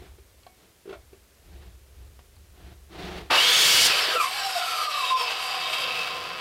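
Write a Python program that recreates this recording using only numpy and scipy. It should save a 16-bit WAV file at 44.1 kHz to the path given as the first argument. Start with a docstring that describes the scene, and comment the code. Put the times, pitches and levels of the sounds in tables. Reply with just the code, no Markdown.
"""A quiet workshop, microphone close to a sliding miter saw, a fast limiter on the peaks.
The head is lined up: knocks ring its frame, the guard linkage clacks, and it rolls along its rails.
The motor jolts on with a roar of fan air and a gear whine; the blade screams and tears through plywood.
A brake pulls the whine down, then the blade coasts and rings while loose gears rattle in their
housing and the brushes sizzle on the commutator."""
import sys
import numpy as np
from scipy import signal
from scipy.fft import rfft, irfft, next_fast_len
from scipy.io import wavfile
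from scipy.ndimage import uniform_filter1d, minimum_filter1d, map_coordinates

SR = 44100
rng = np.random.default_rng(int(sys.argv[2]) if len(sys.argv) > 2 else 0)


def file_out(sig):
    """Save sig as 16-bit WAV at sys.argv[1]."""
    # one column per channel
    cols = np.atleast_2d(sig).T
    # limit, then scale
    lim = np.clip(cols, -1, 1)
    pcm = np.round(lim * 32767).astype(np.int16)
    wavfile.write(sys.argv[1], SR, pcm)


N = 282548

# knocks of the saw head and the board (time [s], relative level [dB], click [dB], most excited [Hz])
HEAD_KNOCKS = [(0.019, -35, -24, 415), (0.184, -39, -15, 396), (0.856, -29.5, -21, 460),
               (0.876, -25.5, -24, 390), (0.891, -24.5, -15, 404), (0.907, -27.5, -19, 388),
               (0.927, -21.5, -17, 610), (0.939, -25.5, -24, 630), (1.13, -33, -17, 425)]
# spectrum of a hard contact (frequency [Hz], relative level [dB])
CONTACT_SPECTRUM = [(300, -33), (700, 8.5), (1500, 1), (3500, -2), (6000, -16), (15000, -42)]
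# broad spectrum of the fan air and of the shaking that drives the blade (frequency [Hz], level [dB])
RUSH_SPECTRUM = [(150, -43), (400, -15.5), (900, -9), (1500, -5), (2100, -3), (3300, -1), (4800, -3),
                 (6400, -23), (9000, -46), (15000, -70)]
# spectrum of air and dust thrown off the blade (frequency [Hz], relative level [dB])
SPRAY_SPECTRUM = [(3240, -24), (5500, 1), (6500, -5), (6910, -3), (11400, -10.5), (15700, -14.5)]

TRIGGER, CUT_START, CUT_END = 3.298, 3.4, 3.85  # s; the brake grips as the cut ends
BRAKE_EASES, BRAKE_END = 4.16, 4.34  # s
TOP_SPEED = 366  # the rotor running free; all speeds are in turns per second
CRITICAL_SPEED, CRITICAL_OCTAVES = 34.7, 0.36  # gears, brushes and blade shake harder in this range


def amp(db):
    """Decibels to gain."""
    return 10 ** (np.asarray(db) / 20)


def unit(x):
    """Scale to rms 1."""
    return x / np.sqrt(np.mean(x ** 2) + 1e-20)


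def clock():
    """The time of every sample in seconds."""
    return np.arange(N) / SR


def along(points, hz):
    """Read a curve of (Hz, value) points on a log frequency axis."""
    freqs, values = np.transpose(points)
    return np.interp(np.log(hz + 1), np.log(freqs + 1), values)


def wobble(rate):
    """A smooth random curve with rate knots a second."""
    return map_coordinates(rng.standard_normal(int(N * rate / SR) + 4), [clock() * rate])


def swell(start, end, rise, t60):
    """An envelope: a smooth rise from start, held until end, then dying away."""
    t = clock()
    attack = np.sin(np.pi / 2 * np.clip((t - start) / rise, 0, 1)) ** 2
    return attack * amp(-60 * np.maximum(t - end, 0) / t60)


def near(speed, best, octaves):
    """1 at the best speed, falling off to both sides."""
    return np.exp(-.5 * (np.log2(speed / best) / octaves) ** 2)


def powered(rise):
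    """0 before the trigger is pulled, 1 from rise seconds after."""
    return np.clip((clock() - TRIGGER) / rise, 0, 1)


def filtered(x, response):
    """Filter x by a gain given as a function of frequency."""
    size = next_fast_len(N + SR // 2)
    return irfft(rfft(x, size) * response(np.fft.rfftfreq(size, 1 / SR)), size)[:N]


def coloured(x, spectrum):
    """x shaped by a spectrum, at rms 1."""
    return unit(filtered(x, lambda hz: amp(along(spectrum, hz))))


def noise(spectrum):
    """Noise of rms 1 with this spectrum."""
    return coloured(rng.standard_normal(N), spectrum)


def tone(hz, blur_hz, flutter_db):
    """A machine tone of rms 1, unsteady in pitch and level."""
    phase = 2 * np.pi * np.cumsum(hz + blur_hz * wobble(150)) / SR
    return unit(np.sin(phase) * amp(flutter_db * wobble(70)))


def impacts(rate, scatter_db, jitter=0.3):
    """A train of rate blows a second, uneven in time and size, at steady power."""
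    passed = np.cumsum(rate) / SR
    late, size = rng.standard_normal((int(passed[-1]), 2)).T
    at = np.searchsorted(passed, np.arange(len(size)) + jitter * late).clip(0, N - 1)
    polarity = np.sign(rng.standard_normal(len(size)))
    blows = polarity * amp(scatter_db * size.clip(-2.5, 2.5)) / np.sqrt(rate[at])
    return unit(np.bincount(at, blows, N))


def resonate(x, modes, swell_db):
    """x rings a set of resonances, each swelling and fading in its own time; rms 1."""
    out = np.zeros(N)
    for centre, width, db in modes:
        ring = filtered(x, lambda f: 1j * f * width / (centre ** 2 - f * f + 1j * f * width))
        out += amp(db + swell_db * wobble(7)) * ring
    return unit(out)


def room_tone():
    """The workshop's faint, steady background."""
    # background spectrum (frequency [Hz], relative level [dB])
    background = [(15, -48), (25, -12), (70, -2), (152, -12), (291, -13.5), (391, -9), (618, -14.5),
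                  (831, -19), (1970, -19), (13700, -24), (15700, -29.5)]
    return amp(-59.5) * noise(background)


def slide():
    """Pushes roll the head on its rails; pushes and knocks set its arm shuddering at a low resonance."""
    # pushes of the hand (start [s], end [s], rolling [dB], shudder [dB])
    pushes = [(-0.15, 0.056, -52, -47), (0.503, 0.637, -56, -70), (1.36, 1.68, -56.5, -47),
              (1.852, 2.034, -60, -46), (2.206, 2.513, -77, -52), (2.475, 2.703, -53.5, -46.5),
              (2.854, 3.185, -37.5, -45.5)]
    # spectrum of the shaking arm (frequency [Hz], relative level [dB])
    arm_spectrum = [(15, -28), (25, -13), (49, 4), (64, 4.5), (79, 1), (129, -9.5), (140, -23), (180, -15),
                    (310, -120)]
    # spectrum of the rolling on the rails (frequency [Hz], relative level [dB])
    rail_spectrum = [(65, -12), (110, -17.5), (184, 2.5), (217, -15.5), (348, 0.5), (558, -13), (700, -6.5),
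                     (953, -14), (3940, -17.5), (7300, -34.5), (15000, -42)]
    roll = [amp(db) * swell(start, end, rise=0.2, t60=0.38) for start, end, db, _ in pushes]
    shake = [amp(db) * swell(start, end, rise=0.2, t60=1.38) for start, end, _, db in pushes]
    shake += [amp(db - 33.5) * swell(s, s + 0.053, rise=0.053, t60=1.38) for s, db, _, _ in HEAD_KNOCKS]
    shudder = unit(noise(arm_spectrum) + amp(-2) * tone(68, blur_hz=6, flutter_db=-1))
    rolling = np.linalg.norm(roll, axis=0) * noise(rail_spectrum) * amp(1.44 * wobble(70))
    return (1 - powered(0.01)) * (rolling + np.linalg.norm(shake, axis=0) * shudder)


def knocks():
    """Each knock rings the hollow frame under a click; where it lands decides which modes answer."""
    # modes of the frame (frequency [Hz], relative level [dB], t60 [s])
    frame_modes = [(398, 8.5, 0.051), (430, -13, 0.096), (620, 4, 0.046), (795, -3, 0.021),
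                   (1410, 15, 0.024), (2200, 8, 0.28), (4240, 27, 0.018)]
    out, t = np.zeros(N + SR), np.arange(SR // 4) / SR
    contact = noise(CONTACT_SPECTRUM)
    attack = 1 - np.exp(-t / 0.00083)
    for start, db, click_db, centre_hz in HEAD_KNOCKS:
        at = round(start * SR)
        ring = np.zeros(len(t))
        for hz, level, t60 in frame_modes:
            struck_db = level - 17 * abs(np.log2(hz / centre_hz))
            ring += amp(struck_db - 60 * t / t60) * np.sin(2 * np.pi * hz * t)
        click = amp(click_db - 1 - 60 * t / 0.1) * contact[at:at + len(t)]
        out[at:at + len(t)] += amp(db - 4) * (ring / np.abs(ring).max() + click) * attack
    return out[:N]


def guard_clacks():
    """The guard linkage snaps: a crack, then a thin metal ring, cut short if the parts stay in contact."""
    # snaps of the linkage (time [s], level [dB], most excited [Hz], share of the full ring time [0-1])
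    snaps = [(0.433, -45, 3000, .5), (0.466, -38, 900, 0.93), (2.192, -43, 700, 0.12),
             (2.366, -49, 5000, 0.3), (3.314, -15, 905, 0.5)]
    # modes of the linkage (frequency [Hz], relative level [dB], full t60 [s])
    linkage_modes = [(715, 1, 0.06), (750, -13, .4), (1110, -9.5, .12), (1540, -11, 0.055),
                     (2224, -10, .42), (3000, -9, .04), (4100, 3, 0.054), (4460, -3, .1)]
    out, t = np.zeros(N + SR), np.arange(SR // 2) / SR
    contact = noise(CONTACT_SPECTRUM)
    for start, db, centre_hz, share in snaps:
        at = round(start * SR)
        ring = np.zeros(len(t))
        for hz, level, t60 in linkage_modes:
            struck_db = level - 6.5 * abs(np.log2(hz / centre_hz))
            ring += amp(struck_db - 60 * t / (t60 * share)) * np.sin(2 * np.pi * hz * t)
        crack = amp(-9.5 - 60 * t / 0.044) * contact[at:at + len(t)]
        out[at:at + len(t)] += amp(db) * (ring / np.abs(ring).max() + crack)
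    return out[:N]


def jolt():
    """The starting torque slams the gears together and shakes the whole arm."""
    # spectrum of the slam (frequency [Hz], relative level [dB])
    slam_spectrum = [(120, -57), (200, -32), (324, -9.5), (462, -24), (555, -6.5), (636, -25), (908, -2.5),
                     (1020, -12), (2000, -14), (2600, -20), (4400, -120)]
    age = np.maximum(clock() - TRIGGER, 0)
    return amp(-25) * np.exp(-(age / 0.1) ** 2) * noise(slam_spectrum)


def cut_depth():
    """The blade is fed steadily through the board, from 0 to 1."""
    return np.clip((clock() - CUT_START) / (CUT_END - CUT_START), 0, 1)


def rotor_speed():
    """Turns per second: the motor runs up, sags in the cut, is braked hard and then coasts."""
    run_up_s, brake_s, coast_s = 0.048, 0.49, 4.5  # time constants
    sag, coast_speed = 31, 91  # turns per second: lost in the cut, left when the brake lets go
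    brake_drag, bearing_drag = 110, 25.6  # turns per second lost each second
    t = clock()
    driven = TOP_SPEED * (1 - np.exp(-np.maximum(t - TRIGGER, 0) / run_up_s)) - sag * cut_depth() ** 3.5
    drag = brake_drag * brake_s
    braked = (TOP_SPEED - sag + drag) * np.exp(-(t - CUT_END) / brake_s) - drag
    friction = bearing_drag * coast_s
    coasting = (coast_speed + friction) * np.exp(-(t - BRAKE_END) / coast_s) - friction
    return np.maximum(np.where(t < CUT_END, driven, np.maximum(braked, coasting)), 1)


def gear_play(speed):
    """How hard the teeth rattle: kicked by the start, pressed by the brake, then loose while coasting."""
    starting = amp(-19) * swell(TRIGGER, TRIGGER + 0.059, rise=0.014, t60=0.36)
    braking = amp(-29.5) * swell(CUT_END, BRAKE_EASES, rise=0.075, t60=0.94)
    loose = amp(-33.5 + 2.5 * near(speed, CRITICAL_SPEED, CRITICAL_OCTAVES))
    loose *= swell(BRAKE_END - 0.06, N / SR, rise=0.076, t60=1)
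    loose *= np.minimum(speed / 26, 1) ** 0.65  # dies away towards rest
    return starting + np.hypot(braking, loose)


def gear_rattle(speed, teeth, loose_teeth):
    """Tooth blows ring the gear housing over a broad clatter."""
    # resonances of the housing (frequency [Hz], width [Hz], relative level [dB])
    housing_modes = [(780, 45, 4.5), (1044, 70, 1.5), (1252, 50, 2.5), (1400, 20, -8), (2630, 110, 8),
                     (3186, 79, 5), (3720, 90, 1), (4776, 120, 2)]
    # spectrum of the loose teeth (frequency [Hz], relative level [dB])
    clatter_spectrum = [(240, -80), (400, -16.5), (746, -3.5), (871, -8.5), (1070, 1.5), (1700, -6),
                        (2620, -3.5), (4850, -8.5), (5030, -17), (5300, -14), (7000, -34), (9100, -60),
                        (15400, -120)]
    ring = amp(-5.5) * resonate(teeth, housing_modes, swell_db=4)
    clatter = amp(-1.5) * coloured(loose_teeth, clatter_spectrum)
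    return gear_play(speed) * (ring + clatter)


def fan_roar(speed):
    """Air rushes through the motor fan, louder with speed."""
    return amp(-20.5) * (speed / TOP_SPEED) ** 1.26 * noise(RUSH_SPECTRUM) * amp(1.2 * wobble(200))


def brush_sizzle(speed, glide):
    """Carbon brushes scrape the commutator bars and ring the blade, chattering at the critical speed."""
    # thin, high modes of the blade (frequency [Hz], width [Hz], relative level [dB])
    high_modes = [(7740, 52, -3), (8740, 45, 1), (11130, 54, 0), (13600, 95, -23)]
    # spectrum of the brushes (frequency [Hz], relative level [dB])
    hiss_spectrum = [(3240, -10), (5050, 1), (5400, 3.5), (6670, -1.5), (7850, 1.5), (8760, 0.5),
                     (10200, -7.5), (11500, 0.5), (12500, -1), (15700, -26)]
    scrape = impacts(24 * speed, scatter_db=2) + rng.standard_normal(N) + .45 * glide
    ring = amp(-11) * resonate(scrape, high_modes, swell_db=5.5)
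    hiss = amp(-1) * coloured(scrape, hiss_spectrum)
    level = amp(-39.5) * np.minimum(speed / 133, 1) ** 0.98
    chatter = amp(5 * near(speed, CRITICAL_SPEED, CRITICAL_OCTAVES))
    return level * chatter * (hiss + ring) * amp(2.2 * wobble(21.84))


def blade_air(speed):
    """The spinning blade throws off a hiss of air."""
    return amp(-30) * (speed / TOP_SPEED) ** 1.94 * noise(SPRAY_SPECTRUM)


def drone(speed):
    """The motor drones at speed; the gears grumble when slow."""
    # spectrum of both (frequency [Hz], relative level [dB])
    drone_spectrum = [(30, -11), (60, -10.5), (130, -2), (260, -3.5), (400, -1.5), (520, 7.5), (800, -20),
                      (1500, -65)]
    motor = amp(-44) * (speed / TOP_SPEED) ** 1.48
    grumble = amp(-48) * near(speed, 19.3, octaves=0.82)
    return (motor + grumble) * noise(drone_spectrum)


def running_noise(speed):
    """At speed, rushing air roars; when slow, single gear teeth rattle the housing."""
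    glide = tooth_errors(speed)
    teeth = impacts(18 * speed, scatter_db=3) + .15 * glide
    loose_teeth = impacts(18 * speed, scatter_db=2.5) + .6 * rng.standard_normal(N) + .3 * glide
    # the backlash opens and closes once per turn of the geared-down blade
    blade_turns = np.cumsum(speed / 4.8) / SR
    backlash = amp(0.35 * np.sin(2 * np.pi * blade_turns) + 0.95 * wobble(60))
    rattle = gear_rattle(speed, teeth, loose_teeth)
    roar = fan_roar(speed)
    sizzle = brush_sizzle(speed, glide)
    air = blade_air(speed)
    return roar + air + backlash * (rattle + sizzle + blade_jangle(speed, teeth)) + drone(speed)


def bench_rumble(speed):
    """The running motor shakes the bench."""
    # spectrum of the bench (frequency [Hz], relative level [dB])
    bench_spectrum = [(25, -4), (60, -1), (130, -19), (300, -25), (1000, -70)]
    return powered(0.019) * amp(-60.5) * speed / TOP_SPEED * noise(bench_spectrum)


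def gear_whine(speed):
    """The nine-tooth pinion sings at its mesh rate, swelling through the resonances of its case."""
    # how well the gear case radiates a tone (frequency [Hz], gain [dB])
    case_response = [(400, -18), (560, -7), (640, -16.5), (735, -3), (790, -2), (880, -18), (970, -4.5),
                     (1040, 8.5), (1120, 1), (1220, 0.5), (1300, -3), (1400, -3.5), (1620, -13),
                     (2700, -12), (3300, -12.5), (5000, -12), (6600, -20)]
    # how blade and guard colour the high tones (frequency [Hz], gain [dB])
    blade_response = [(1500, -0.5), (2300, -3), (2620, 2), (2900, -2), (3250, 0), (3500, -7), (3760, 5),
                      (4020, -1), (4250, -1), (4450, 0), (4850, 4), (5080, -6), (5300, 6), (5800, -2),
                      (7000, -5), (7780, 7), (8100, 1), (8650, 5), (9300, -3), (10400, -11), (11250, 4),
                      (12300, -6), (14000, -8)]
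    # weaker rotor tones (order [per turn], relative level [dB], strongest at [turns/s], width [octaves])
    rotor_tones = [(9.035, -26, 137, 0.14), (8.95, -33, 300, 0.13), (16.65, -40, 33.7, 0.17),
                   (17.84, -32.5, 141, 0.18), (24.4, -34, 204, .22), (33, -43, 79.6, 0.16),
                   (46.7, -39, 82, 0.15), (62.8, -38, 67, .3), (85, -41.5, 31, .1), (97.2, -42, 54, .05)]
    mesh_hz, slack_s = 9 * speed, 0.049
    out = np.zeros(N)
    for multiple in (1, 2):
        sideband = multiple * amp(-13.5)  # from eccentricity
        for offset, size in ((-1, sideband), (0, 0.87), (0.98, sideband)):
            hz = multiple * mesh_hz + offset * speed
            level = size * amp(-31 + along(case_response, hz))
            out += level * tone(hz, blur_hz=8 + speed / 6, flutter_db=4)
    out *= (speed / 100) ** 0.89
    out *= np.minimum(speed / 59, 1) ** 1.5  # when slow, the teeth lose contact
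    out *= amp(-7 * np.exp(-((clock() - BRAKE_END + slack_s) / slack_s) ** 2))  # dips as the braking ends
    for order, db, best, octaves in rotor_tones:
        hz = order * speed
        rough = tone(hz, blur_hz=12 + .008 * hz, flutter_db=3) * amp(1.5 * wobble(11))
        out += amp(db - 1.5 + along(blade_response, hz)) * near(speed, best, octaves) * rough
    for multiple in range(9, 19):  # high harmonics of the mesh
        hz = np.minimum(multiple * mesh_hz, SR / 2)
        level = amp(-52 + along(blade_response, hz)) * near(speed, 96, octaves=0.19)
        out += level * tone(hz, blur_hz=55, flutter_db=5.5)
    return out


def load_whine(speed):
    """Under load the motor whines hard and rough, rising as it runs up."""
    order, sideband = 9.25, amp(-13)
    lines = np.zeros(N)
    for offset, size in ((-1, sideband), (0, 1), (1, sideband)):
        waver = amp(1.3 * wobble(25.06))
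        lines += size * waver * tone((order + offset) * speed, blur_hz=60.04, flutter_db=4.5)
    return amp(-25) * swell(3.36, 3.66, rise=.03, t60=.9) * lines


def plywood_cut():
    """The blade screams in the plywood, tearing harder with depth and throwing dust until it is free."""
    # blade tones in the cut (frequency [Hz], blur [Hz], level [dB], best depth [0-1], spread [depth])
    scream_tones = [(2110, 60, -9.5, 0.62, 0.28), (2870, 44.8, -5, 0.88, 0.15), (3230, 60, -9, .35, 0.25),
                    (3390, 64, -6, 0.54, 0.23), (3560, 49.9, -6, .35, .22), (4120, 31.5, -7, 0.16, 0.11),
                    (4290, 35, -4, 0.44, 0.14), (6470, 66, -6.5, 0.45, 0.16)]
    # spectrum of tearing wood (frequency [Hz], relative level [dB])
    tear_spectrum = [(1500, -16.5), (3500, -2.5), (5100, -1), (6300, -9.0), (9000, -12.5), (15000, -29)]
    depth = cut_depth()
    tear = amp(-18.5) * depth ** 1.8 * noise(tear_spectrum)
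    scream = np.zeros(N)
    for hz, blur_hz, db, best, spread in scream_tones:
        excited = np.exp(-.5 * ((depth - best) / spread) ** 2)
        scream += amp(db) * excited * tone(hz, blur_hz, flutter_db=4.5)
    scream *= amp(-23.5) * swell(CUT_START, CUT_END, rise=0.04, t60=0.063)
    dust = amp(-25.5) * noise(SPRAY_SPECTRUM)
    return scream + swell(CUT_START, CUT_END + 0.018, rise=0.27, t60=0.063) * (tear + dust)


def brake_groan():
    """The braking torque makes the motor housing groan."""
    braking = swell(CUT_END, BRAKE_EASES, rise=0.089, t60=0.22)
    return amp(-39) * braking * tone(570, blur_hz=140, flutter_db=3.5)


def tooth_errors(speed, count=190, size=8192):
    """Uneven teeth repeat every turn: many faint rotor overtones, gliding down together as it coasts."""
    strength, angle = rng.standard_normal((count, 2)).T
    orders = amp(7 * strength.clip(-2, 1.6)) * np.exp(2j * np.pi * angle)
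    orders[:42] = 0  # only the sharp edges of the teeth radiate
    one_turn = irfft(orders, size)
    turns = np.cumsum(speed * (1 + .004 * wobble(150))) / SR
    return unit(near(speed, 78, octaves=.5) * np.interp(turns % 1 * size, np.arange(size), one_turn))


def blade_rings(speed):
    """The coasting blade rings; its modes swell one after another as the speed falls."""
    # free blade modes (frequency [Hz], blur [Hz], level [dB], strongest at [turns/s], width [octaves])
    plate_modes = [(738, 15, -43.5, 51, 1.13), (1052, 22, -42, 34, 1.1), (1130, 40, -40, 43.5, 0.12),
                   (2700, 90, -39.5, 31.5, .13), (3730, 95, -37.5, 38.5, .17), (4790, 130, -43.5, 49, .5)]
    out = np.zeros(N)
    for hz, blur_hz, db, best, octaves in plate_modes:
        ring = resonate(tone(hz, blur_hz, flutter_db=4), [(hz, 3 * blur_hz, 0)], swell_db=2)
        out += amp(db) * near(speed, best, octaves) * ring
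    return out


def dropouts(half_length_s=0.016):
    """A gain: three brief dropouts in the rattle and hiss, while the whine carries on."""
    # the dropouts (time [s], gain [dB])
    drops = [(4.19, -6), (4.885, -8), (5.15, -9)]
    return amp(sum(db * np.exp(-((clock() - s) / half_length_s) ** 2) for s, db in drops))


def blade_jangle(speed, teeth):
    """Near the critical speed the tooth blows shake the blade into a jangle."""
    # broad modes of the shaken blade (frequency [Hz], width [Hz], relative level [dB])
    shaken_modes = [(1170, 210, -1.5), (2230, 220, -10), (2660, 240, 2.5), (3150, 280, -1),
                    (3700, 320, -0.5), (4600, 480, -7)]
    ring = resonate(coloured(teeth, RUSH_SPECTRUM), shaken_modes, swell_db=2.2)
    return amp(-35) * near(speed, CRITICAL_SPEED, CRITICAL_OCTAVES) * ring


def room(x, wet_db):
    """Workshop echoes behind the direct sound; the treble dies first."""
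    # reverberation of the workshop (frequency [Hz], t60 [s])
    decay_times = [(200, 0.24), (2000, 0.14), (12000, 0.067)]
    hz, t, bins = signal.stft(rng.standard_normal(SR // 2), SR, nperseg=256)
    tail = signal.istft(bins * amp(-60 * t / along(decay_times, hz)[:, None]), SR, nperseg=256)[1]
    wet = signal.fftconvolve(x, tail / np.linalg.norm(tail))[:N]
    return (x + amp(wet_db) * wet) / np.sqrt(1 + amp(wet_db) ** 2)


def scene():
    """The saw from close by, in mono; the workshop's echoes make the gliding whine come and go."""
    speed = rotor_speed()
    spinning = dropouts() * (running_noise(speed) + blade_rings(speed))
    saw = powered(0.0071) * (spinning + load_whine(speed) + brake_groan() + jolt() + plywood_cut())
    whine = room(powered(0.031) * gear_whine(speed), wet_db=0.5)
    bench = bench_rumble(speed)
    sawing = room(saw, wet_db=-10) + whine + bench
    lining_up = room(knocks(), wet_db=-5) + room(guard_clacks(), wet_db=-7.5) + slide()
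    return (lining_up + sawing + room_tone())[None]


def record(dry):
    """The close microphone feeds a fast limiter that holds the peaks, then a steep treble cut."""
    ceiling, top_hz = 0.35, 15800
    needed = np.minimum(1, ceiling / (np.abs(dry[0]) + 1e-9))
    gain = uniform_filter1d(minimum_filter1d(needed, size=60), size=60)
    return filtered(dry[0] * gain, lambda hz: hz < top_hz)[None]


dry = scene()
out = record(dry)
file_out(out)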